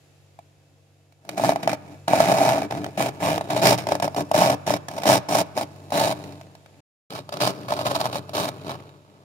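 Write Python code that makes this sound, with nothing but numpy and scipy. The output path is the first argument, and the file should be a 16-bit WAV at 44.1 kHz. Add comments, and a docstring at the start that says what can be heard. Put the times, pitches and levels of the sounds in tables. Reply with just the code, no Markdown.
"""The rim of a plastic tub is pushed in quick strokes through thick frost on a freezer wall, close by. The rim
sticks and slips: small uneven slips make the tub ring hollow, the wall thud and ice crystals crunch. It slips
off single lumps of ice with a crack and a ring, crumbs tick, and one heavy shove makes the wall boom. Short
echoes and a faint noise tail surround it; steady tones and soft noise make the freezer's hum and the air. The
sound cuts out for a moment; the loudest peaks are held just below full scale."""
import sys
import numpy as np
from scipy import signal
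from scipy.fft import rfft, irfft, next_fast_len
from scipy.io import wavfile
from scipy.ndimage import uniform_filter1d

SR = 44100
rng = np.random.default_rng(int(sys.argv[2]) if len(sys.argv) > 2 else 0)


def wav_record(signal):
    """Record a signal, one row per channel, as 16-bit PCM in the file named by sys.argv[1]."""
    frames = np.transpose(np.atleast_2d(signal))
    bounded = np.clip(frames, -1, 1)
    # unit amplitude maps onto the largest positive 16-bit level
    quanta = np.round(bounded * 32767).astype(np.int16)
    wavfile.write(sys.argv[1], SR, quanta)


N = 407476
T = np.arange(N) / SR  # time of every sample [s]

# Levels in the tables are relative; the functions add their own trims.
# hum and faint whine of the freezer: (frequency [Hz], level [dB])
HUM_TONES = [(96.9,-60),(145.3,-62),(294,-80.5),(344.5,-76.5),(468,-75),(538,-76.5),(2620,-83.5),(7079,-88.5),(9507,-93),(10250,-101.5),(12300,-99)]
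# strength of the hum, louder while the tub is pressed on the wall: (time [s], level [dB])
HUM_STRENGTH = [(0,0),(1.2,-1.5),(2.0,10),(3.0,11.5),(4.5,16),(5.3,6),(5.8,12.5),(6.35,13),(6.6,0.5),(7.2,6),(8.4,14),(8.8,11.5),(9.05,-0.5)]
# colour of the room air: (frequency [Hz], level per Hz [dB])
AIR_COLOUR = [(30,-15.5),(70,-1.5),(110,-4.5),(220,-24.5),(470,-13.5),(970,-23.5),(2560,-23.5),(6400,-28),(8000,-32),(12000,-34.5),(15500,-45.5)]
# strength of the room air: (time [s], level [dB])
AIR_STRENGTH = [(0,-58.5),(0.3,-61),(1.2,-65),(2.0,-57),(6.7,-59),(9.24,-63)]
# tail of the room: (frequency [Hz], level [dB], time to fall by 60 dB [s])
ROOM_TAIL = [(100.3,-14.5,2.2),(300,-20.5,0.45),(644,-19.5,0.75),(1510,-16.5,1.1),(4030,-24.5,0.74),(12000,-38,.4)]
# the two microphone ports: (frequency [Hz], lead of the left [radians], left minus right [dB])
MIC_PORTS = [(100,.1,0),(300,0.52,3),(585,0.3,5),(810,0.53,-5),(1018,1.65,-2),(1360,2.77,0.5),(2470,7.86,-2.5),(4200,8.55,-5.5),(7770,21.2,-2),(16300,69,0)]
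# starts of three grips, in order rim flat on the wall, rim digging in, light touch: (time [s])
GRIP_STARTS = [0, 2.92, 6.9]
# ringing notes (modes) of the tub:
# (frequency [Hz], width [Hz], flat level [dB], digging level [dB], light level [dB])
TUB_MODES = [(604.8,62,-2,1,13),(656.4,104,4,0,7.5),(769,91,0,-4,2),(908,140,-5,-7.5,0),(940,583,-15.5,-13,0),(1160,500,-19,-19.5,-0.5)]
# ringing notes (modes) of the freezer wall:
# (frequency [Hz], width [Hz], flat level [dB], digging level [dB], light level [dB])
WALL_MODES = [(126.4,17,3.5,2,4.5),(176,63,1.5,1,-2.5),(233,290,-5.5,-11,-11),(294.6,54.3,4,2.5,-2.5),(416,154,-3.5,-4,-3.5)]
# colour of breaking frost: (frequency [Hz], flat level [dB], digging level [dB], light level [dB])
FROST_COLOUR = [(715,-26,-32,-41),(1200,2.5,4,1),(2000,-5,1,-10),(2800,-9,1,-3),(4100,-9,-3.5,-3.5),(6100,-8,-3,-3),(7160,-11.5,-5,-5.5),(12000,-16,-8.5,-6),(15700,-20.5,-13,-11.5)]
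# small high modes of the tub that colour the crunch: (frequency [Hz], width [Hz], lift [dB])
PLASTIC_MODES = [(1714,77,5.5),(2289,78,5.5),(2437,120,5.5),(2977,180,2),(3825,270,5.5),(4400,120,3),(4820,51,6.5),(5400,92,2.5),(5630,140,3),(9070,110,8.5)]
# the scraping edge sings higher or lower as it bends: (time [s], frequency [Hz], lift [dB])
EDGE_SONG = [(2.499, 2410, 6), (3.3, 2430, 2.5), (3.7, 5300, 5), (5.4, 5500, 4), (5.95, 4010, 5),
             (7.45, 4780, 6), (8.4, 4200, 3.5)]
# the rim slips off a lump of ice or, in the faintest rows, a single crumb ticks against the tub:
# (time [s], peak of the tub's ring [dB], crack level [dB])
SINGLE_SLIPS = [(0.3893, -32, -49.5), (1.1228, -54, -54.5), (1.25, -42, -49), (1.291, -23.5, -25.5),
                (1.377, -18.5, -32), (1.397, -12, -32.5), (1.4369, -8.5, -31), (1.4461, -9, -23),
                (1.4918, -5, -22), (1.5213, -13, -31), (1.559, -12.5, -29), (1.6313, -19, -33),
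                (1.6751, -6, -20.5), (1.6931, -17.5, -24), (1.73, -14, -26.5), (2.0801, -9, -21.5),
                (2.134, -1.5, -31.5), (2.2029, -2, -17.5), (2.3176, -9, -22.5), (2.4162, -10.5, -39),
                (2.4902, -6.5, -21.5), (2.5783, -14.5, -42), (2.6204, -21.5, -41.5), (2.709, -18.5, -30.5),
                (2.723, -16, -31.5), (2.843, -23, -27.5), (2.863, -23.5, -33.5), (3.0048, -9, -30),
                (3.0232, -30, -20.5), (3.2705, -11.5, -31), (3.41, -14, -31.5), (3.5033, -19, -25),
                (3.661, -10.5, -21), (3.6691, -13.5, -10.5), (3.7222, -6.5, -36), (3.7845, -17.5, -27),
                (3.8691, -14, -27), (3.92, -6, -21.5), (3.9522, -13, -25), (3.9994, -16.5, -27.5),
                (4.0255, -13.5, -25), (4.0435, -9.5, -27.5), (4.0781, -12.5, -32), (4.146, -20.5, -33.5),
                (4.1821, -15.5, -38.5), (4.3142, -7, -24.5), (4.3443, -8, -32), (4.4201, -3.5, -30),
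                (4.4979, -9, -25), (4.6768, -12.5, -25.5), (4.705, -6, -25), (4.738, -10, -21.5),
                (4.8839, -23.5, -26.5), (5.0195, -26, -32), (5.0338, -17, -25), (5.0556, -8, -25.5),
                (5.0902, -2, -22), (5.0983, -2.5, -18.5), (5.3521, -5, -19.5), (5.5755, -11.5, -24.5),
                (5.6111, -14.5, -27), (5.904, -30, -37), (5.9212, -12.5, -30), (6.0105, -10.5, -41),
                (6.3226, -37.5, -44), (6.4118, -35, -43), (6.5514, -39, -43.5), (6.66, -42, -48),
                (7.1043, -35, -35), (7.189, -25, -36), (7.2911, -24.5, -34.5), (7.3242, -23, -30),
                (7.37, -22, -30.5), (7.4338, -9, -28), (7.4739, -9, -20), (7.687, -18, -39),
                (7.7228, -9, -31), (7.8126, -16, -29), (7.9154, -9.5, -29), (8.1564, -13, -33),
                (8.293, -25, -35), (8.349, -21, -30), (8.3831, -16, -44)]
# pushes of the rim through the frost: (start [s], length [s], place of the hardest point [0-1],
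# crunch level [dB], ring level [dB], thud level [dB], fineness: tilt towards the treble [dB])
PUSHES = [ (1.37, 0.17, 0.67, -34, -27.5, -29.5, 3.5), (1.629, 0.036, 0.2, -41, -36, -31.5, -2),
          (1.68, 0.067, 0.2, -39, -33, -34, -0.5), (2.078, 0.25, 0.54, -31, -21.5, -28.5, 1),
          (2.28, 0.29, 0.66, -31, -18, -28.5, 3.5), (2.58, 0.083, 0.03, -42, -32.5, -30, -2),
          (2.705, 0.19, 0, -44, -32.5, -33.5, -3), (2.974, 0.12, 0.1, -33.5, -25, -28.5, 1.5),
          (3.203, 0.18, 0.37, -32.5, -22.5, -28.5, -1), (3.49, 0.17, 0.2, -37.5, -25.5, -32.5, -2),
          (3.62, 0.13, 0.46, -22.5, -17, -22, 2), (3.778, 0.065, 0, -37.5, -33, -38.5, -0.5),
          (3.868, 0.095, 0.6, -38, -26, -31, -2.5), (4.022, 0.042, 0.16, -33.5, -23, -28.5, -0.5),
          (4.162, 0.067, 0, -36, -24.5, -28, 1.5), (4.336, 0.21, 0.25, -27.5, -17.5, -26, 0.5),
          (4.665, .108, 0.2, -33, -28.5, -30, -0.5), (4.88, 0.32, 0.67, -46, -34.5, -39, 0),
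          (5.054, .128, .5, -24, -17, -25.5, 2), (5.286, 0.14, 0.8, -28.5, -20, -27.5, 2.5),
          (5.552, 0.091, 0.9, -38, -29.5, -33.5, 1.5), (5.922, 0.21, 0.39, -30, -20.5, -28.5, 2.5),
          (7.102, 0.11, 0.24, -41, -34.5, -39, -9.5), (7.32, 0.093, 0.14, -49, -38.5, -39, -10.5),
          (7.403, 0.11, 0.07, -28.5, -24, -30, -6.5), (7.68, 0.2, 0.15, -41, -29, -39.5, -9.5),
          (7.845, 0.26, 0, -37, -28, -36, -6.5), (8.115, 0.08, 0.46, -39, -33.5, -36, -8.5),
          (8.335, 0.16, 0.27, -32.5, -26.5, -32.5, -6), (8.645, 0.11, 0.36, -42, -32.5, -39, -12)]
# crunch, ring and thud around a push, one row each:
# (start below the hardest point [dB], end below it [dB], release [s])
PUSH_SHAPE = [(8.5, 8.5, 0.0061), (6.5, 6, 0.0064), (5, 4, 0.0085)]
# how firmly the rim rests on the frost between pushes: (time [s], level [dB])
DRAG_LEVEL = [(1.2, -75), (1.31, -48), (1.58, -44.5), (1.8, -58), (1.93, -51.5), (2.04, -70), (2.9, -53),
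              (3.46, -44.5), (4.8, -58), (5.85, -55), (6.25, -46), (6.6, -65.5), (7.25, -60), (7.54, -45.5),
              (8.25, -53.5), (8.55, -48.5), (8.8, -52), (9.0, -62)]
# late on, the rim judders evenly along the wall: (from [s], to [s])
JUDDER_TIMES = (7.68, 8.1)
# the sound cuts out for a moment: (from [s], to [s])
SILENT_TIMES = (6.805, 7.1)

BITE_S = 0.0047  # the rim bites this fast
JUDDER_PER_S, JUDDER_DB = 21.2, 4.5  # catches a second; swing up and down [dB]
# small catches come by chance; they stand out more, the lighter the push
CATCH_PER_S, CATCH_FALL_S, CATCH_DB = 45, 0.0082, 11.5
FIRM_DB, LIGHT_DB = -35.5, -42.5  # crunch gain of a firm and of a light push
BOOM_AT_S, BOOM_DB, BOOM_HZ, BOOM_SWELL_S = 3.69, -23, 124, 0.084  # the hardest shove
TOP_LIMIT_HZ = 15800  # upper end of the sound


def amp(db):
    """Turns decibels into a plain gain."""
    return 10 ** (np.asarray(db) / 20)


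def read(hz, values, at):
    """Reads a curve made of straight lines between points on a log-frequency axis."""
    return np.interp(np.log(at + 1), np.log(np.asarray(hz) + 1), values)


def over_time(table):
    """Reads a (time, dB) table as a gain for every sample."""
    return amp(np.interp(T, *np.transpose(table)))


def peak(f, hz, width_hz):
    """A bump of height one around a frequency, like the response of something that rings."""
    return 1 / (1 + (2 * (f - hz) / width_hz) ** 2)


def fading(kicks, fall_s):
    """Gives each kick a tail that dies away, falling to about a third in fall_s."""
    return signal.lfilter([1], [1, -np.exp(-1 / (fall_s * SR))], kicks)


def add(mix, s, sound):
    """Mixes a sound in at time s."""
    part = mix[..., max(round(s * SR), 0):][..., :sound.shape[-1]]
    part += sound[..., :part.shape[-1]]


def evened(x, span_s):
    """Evens out loudness by bringing the power, averaged over about span_s, to one."""
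    size = max(int(span_s * SR), 8)
    power = np.atleast_2d(x ** 2).mean(0)
    power = uniform_filter1d(uniform_filter1d(power, size), size)
    return x / np.sqrt(abs(power) + 1e-14)


def convolve(x, response):
    """Lets every sample of a sound set off a response, channel by channel."""
    return signal.oaconvolve(np.atleast_2d(x), np.atleast_2d(response), axes=1)[:, :N]


def causal(gain, size=4096):
    """Makes a response of unit energy that starts at once and has this gain over frequency."""
    log_gain = np.log(gain(abs(np.fft.fftfreq(size, 1 / SR))) + 1e-4)
    # the Hilbert transform finds the phase that puts the energy as early as possible
    spectrum = np.exp(np.conj(signal.hilbert(log_gain)))
    response = np.fft.ifft(spectrum).real[:size // 2]
    return response / np.linalg.norm(response)


def background(waver=0.13, air_db=0., shared=0.33, hiss_hz=7130, hiss_width_hz=300, hiss_db=-24.0):
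    """The freezer's wavering tones, and soft room-air noise with a thin high hiss in it."""
    hum = np.zeros(N)
    for hz, db in HUM_TONES:
        tone = np.sin(2 * np.pi * (hz * T + rng.random()))
        drift = np.interp(T, np.linspace(0, T[-1], num=60), rng.standard_normal(size=60))
        hum += amp(db) * np.sqrt(2) * tone * (1 + waver * drift)
    f = np.fft.rfftfreq(N, 1 / SR)
    # each port has its own noise plus a shared part
    noise = rfft(rng.standard_normal((2, N)) + shared * rng.standard_normal(N))
    air = irfft(noise * amp(read(*np.transpose(AIR_COLOUR), f)), N)
    hiss = irfft(noise * peak(f, hiss_hz, hiss_width_hz), N)
    air = amp(air_db) * air / air.std() + amp(hiss_db) * hiss / hiss.std()
    return over_time(HUM_STRENGTH) * hum + over_time(AIR_STRENGTH) * air


def room(x):
    """The room's tail: the sound is smeared over fading noise, each band dying at its own speed."""
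    hz, level_db, fall_60_s = np.transpose(ROOM_TAIL)
    noise = rng.standard_normal((2, int(1.4 * SR)))
    f, t, z = signal.stft(noise, SR, nperseg=512)
    decay = amp(-60 * t / read(hz, fall_60_s, f)[:, None]) * np.minimum(t / 0.0024, 1)
    energy = (decay ** 2).sum(1, keepdims=True) * t[1] * SR
    decay *= amp(read(hz, level_db, f))[:, None] / np.sqrt(energy)
    return convolve(x, signal.istft(z * decay, SR, nperseg=512)[1])


def echoes(x, side_db=-12.0, fall_s=.012, low_hz=150, high_hz=3000):
    """Early echoes from the compartment walls: short fading noise, different at each port."""
    t = np.arange(2048) / SR
    taps = rng.standard_normal((2, len(t))) * np.exp(-t / fall_s) * (1 - np.exp(-t / 0.0012))
    band = signal.butter(1, [low_hz, high_hz], "bandpass", fs=SR, output="sos")
    taps = signal.sosfilt(band, taps / np.linalg.norm(taps[0]))
    return amp(side_db) * convolve(x, taps)


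def ports(middle, ends):
    """The tub's middle reaches both ports with a phase lead between them; each rim end feeds one port."""
    size = next_fast_len(N + 4096)
    f = np.fft.rfftfreq(size, 1 / SR)
    hz, lead, left_db = np.transpose(MIC_PORTS)
    side = np.array([[.5], [-.5]])  # half of each difference goes to either port
    both = rfft(middle, size) * np.exp(1j * side * np.interp(f, hz, lead))
    heard = (both + rfft(ends, size)) * amp(side * read(hz, left_db, f))
    return irfft(heard, size)[:, :N]


def body(modes, grip):
    """How a tub or wall rings after one tap: its notes together, the narrow ones ringing longest."""
    def gain(f):
        return np.sqrt(sum((amp(db[grip]) * peak(f, hz, width)) ** 2 for hz, width, *db in modes))
    return causal(gain)


def crystal(grip):
    """The sound of one ice crystal breaking: frost colour, lifted where the plastic rings."""
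    hz, *db = np.transpose(FROST_COLOUR)

    def gain(f):
        plastic_db = sum(lift * peak(f, at, width) for at, width, lift in PLASTIC_MODES)
        return amp(read(hz, db[grip], f) + plastic_db)
    return causal(gain)


def by_grip(x, responses):
    """Colours each stretch of x with the response of the grip that holds then."""
    grip = np.searchsorted(GRIP_STARTS, T, side="right") - 1
    return sum(convolve(x * (grip == k), response) for k, response in enumerate(responses))


def boom():
    """A low note of the wall swells and dies under one heavy shove."""
    t = T - BOOM_AT_S
    note = np.sin(2 * np.pi * (BOOM_HZ * t + rng.random()))
    return amp(BOOM_DB) * np.exp(-abs(t) / BOOM_SWELL_S) * note


def crumbs(per_s=40, fall_s=0.0013):
    """Loose crumbs of ice tick against the tub: short noise bursts by chance, coloured as frost."""
    sizes = amp(4 * np.minimum(rng.exponential(1, N), 3))
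    ticks = fading((rng.random(N) < per_s / SR) * sizes, fall_s)
    ticks = ticks * rng.standard_normal((3, N))
    return convolve(ticks / ticks.std(), crystal(1))


def fineness(t):
    """How finely the frost splinters, passing from the middle of one push to the next."""
    middles = [row[0] + row[1] / 2 for row in PUSHES]
    return np.interp(t, middles, [row[-1] for row in PUSHES])


def wander(crunch, patchy_db=-0.2, corner_hz=4200, edge_width_hz=900):
    """The crunch drifts in colour as the rim meets other frost; fine frost is brighter, the edge sings."""
    f, t, z = signal.stft(crunch, SR, nperseg=256, noverlap=192)
    patches = uniform_filter1d(rng.standard_normal(z.shape[1:]), size=3, axis=0)
    patches = uniform_filter1d(patches, size=70, axis=1)
    tilt = (f ** 4 / (f ** 4 + corner_hz ** 4))[:, None] - .5  # from -0.5 in the bass towards 0.5
    s, hz, lift_db = np.transpose(EDGE_SONG)
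    edge_db = np.interp(t, s, lift_db) * peak(f[:, None], np.interp(t, s, hz), edge_width_hz)
    z = z * amp(patchy_db * patches / patches.std() + tilt * fineness(t) + edge_db)
    return signal.istft(z, SR, nperseg=256, noverlap=192)[1][:, :N]


def single_slips(crack_db=-1.0, ring_db=0., thud_db=-17.0, rise_s=0.001, crack_s=0.0027, detune=0.034,
                 size=2048):
    """A slip off a lump, or a faint crumb tick: noise crack, short tub ring, wall push: (crunch, ring, thud)."""
    crunch, ring, thud = np.zeros((3, N)), np.zeros((1, N)), np.zeros((1, N))
    t = np.arange(size) / SR
    burst = 2 * (1 - np.exp(-t / rise_s)) * np.exp(-t / crack_s)
    grips = range(len(GRIP_STARTS))
    parts = [(crystal(g), body(TUB_MODES, g), body(WALL_MODES, g)) for g in grips]
    for s, knock_db, snap_db in SINGLE_SLIPS:
        noise = rng.standard_normal((3, size))
        ice, tub, wall = parts[np.searchsorted(GRIP_STARTS, s) - 1]
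        # the pitch depends on where the tub is caught or struck
        tub = np.interp(t * (1 + detune * noise[0, 0]), t, tub)
        add(crunch, s, amp(snap_db + crack_db) * convolve(burst * noise, ice))
        add(ring, s, amp(knock_db + ring_db) * tub / abs(tub).max())
        add(thud, s, amp(knock_db + thud_db) * wall / abs(wall).max())
    return crunch, ring, thud


def catches(crunch_db):
    """Gain of small chance catches: a light push stutters, a firm one grinds evenly."""
    kicks = (rng.random(N) < CATCH_PER_S / SR) * rng.uniform(0.2, 1, N)
    jolt = np.minimum(fading(kicks, CATCH_FALL_S), 1)
    light = np.clip((crunch_db - FIRM_DB) / (LIGHT_DB - FIRM_DB), 0, 1)
    depth = light * amp(CATCH_DB)
    return (1 + depth * jolt) / (1 + depth * jolt.mean())


def judder():
    """Gain of the even catching and letting go of the rim."""
    start, end = JUDDER_TIMES
    swing = np.cos(2 * np.pi * JUDDER_PER_S * (T - start))
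    return amp(JUDDER_DB * swing * ((T > start) & (T < end)))


def stroke_gains():
    """Crunch, ring and thud gains: each push bites, swells to its hardest point, eases and lets go."""
    gains = np.zeros((3, N))
    start_db, end_db, release_s = np.transpose(PUSH_SHAPE)[:, :, None]
    for start, length, crest, *level_db, _ in PUSHES:
        t = np.arange(0, length + 10 * release_s.max(), 1 / SR)
        along = np.minimum(t / length, 1)  # 0 to 1 through the push
        crest = np.clip(crest, .05, .95)
        before_db = start_db * (1 - along / crest) ** 2
        after_db = end_db * ((along - crest) / (1 - crest)) ** 2
        sag_db = np.where(along < crest, before_db, after_db)
        gate = np.minimum(t / BITE_S, 1) * np.exp(-np.maximum(t - length, 0) / release_s)
        add(gains, start - BITE_S / 2, gate * amp(np.array(level_db)[:, None] - sag_db))
    # crunch and ring stutter, the thud stays smooth
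    gains[:2] *= judder() * catches(20 * np.log10(gains[0] + 1e-9))
    return gains


def stick_slip(per_s=420):
    """Small slips of the rim at uneven intervals, with uneven sizes."""
    sizes = amp(3 * np.clip(rng.standard_normal(N), -2, 2))
    return (rng.random(N) < per_s / SR) * sizes


def shatter(slips, steady=1.0, spread_db=2.5):
    """Each slip breaks a burst of crystals over steady fine grinding, at three places along the rim."""
    bursts = evened(fading(slips, .0016), .05)
    breaks = (rng.random((3, N)) < 14000 / SR) * rng.choice([-1, 1], (3, N))
    sizes = amp(spread_db * np.minimum(rng.exponential(1, (3, N)), 4))
    return breaks * sizes * (bursts + steady)


def scraping(crunch_db=2.5, ring_db=-0.5, thud_db=1.0, grind=0.4, drag_db=-8.5, drag_ring_db=3.5,
             drag_thud_db=5.0, crumbs_db=-13.0):
    """Slips and breaking frost drive the air, the tub and the wall: (crunch, ring, thud)."""
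    slips = stick_slip()
    grains = shatter(slips)
    force = evened(slips - slips.mean(), 0.012) + grind * evened(grains[0], 0.055)
    grips = range(len(GRIP_STARTS))
    drag = over_time(DRAG_LEVEL)
    drag_gains = drag * amp([[drag_db], [drag_ring_db], [drag_thud_db]])
    crunch, ring, thud = np.hypot(stroke_gains(), drag_gains)
    frost = evened(by_grip(grains, [crystal(g) for g in grips]), 0.042)
    frost = amp(crunch_db) * crunch * frost
    tub = evened(by_grip(force, [body(TUB_MODES, g) for g in grips]), 0.048)
    tub = amp(ring_db) * ring * tub
    # the gain comes before the wall, so the wall rings on after the stroke
    wall = by_grip(thud * evened(force, 0.011), [body(WALL_MODES, g) for g in grips])
    return frost + amp(crumbs_db) * drag * crumbs(), tub, amp(thud_db) * wall


def scene(middle_share=0.28):
    """The scraping inside the compartment, its echoes, its tail in the room, and the background."""
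    crunch, ring, thud = (steady + single for steady, single in zip(scraping(), single_slips()))
    crunch = wander(crunch)
    share = np.clip(middle_share, 0, 1)
    middle = ring + thud + boom() + np.sqrt(share) * crunch[:1]
    near = ports(middle, np.sqrt(1 - share) * crunch[1:])
    return near + echoes(near) + room(near) + background()


def record(dry, low_cut_hz=88, order=4):
    """The microphone drops the deep bass; the sound cuts out briefly; peaks are held below full scale; then the
    band limit."""
    low_cut = signal.butter(order, low_cut_hz, "highpass", fs=SR, output="sos")
    sound = signal.sosfilt(low_cut, dry)
    live = 1. * ((T < SILENT_TIMES[0]) | (T > SILENT_TIMES[1]))
    live = uniform_filter1d(live, size=100)  # softens the edges of the gap
    sound = np.clip(sound * live, -.88, .88)
    lowpass = signal.firwin(511, TOP_LIMIT_HZ, window=("kaiser", 9), fs=SR)
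    return signal.oaconvolve(sound, lowpass[None], "same")


dry = scene()
out = record(dry)
wav_record(out)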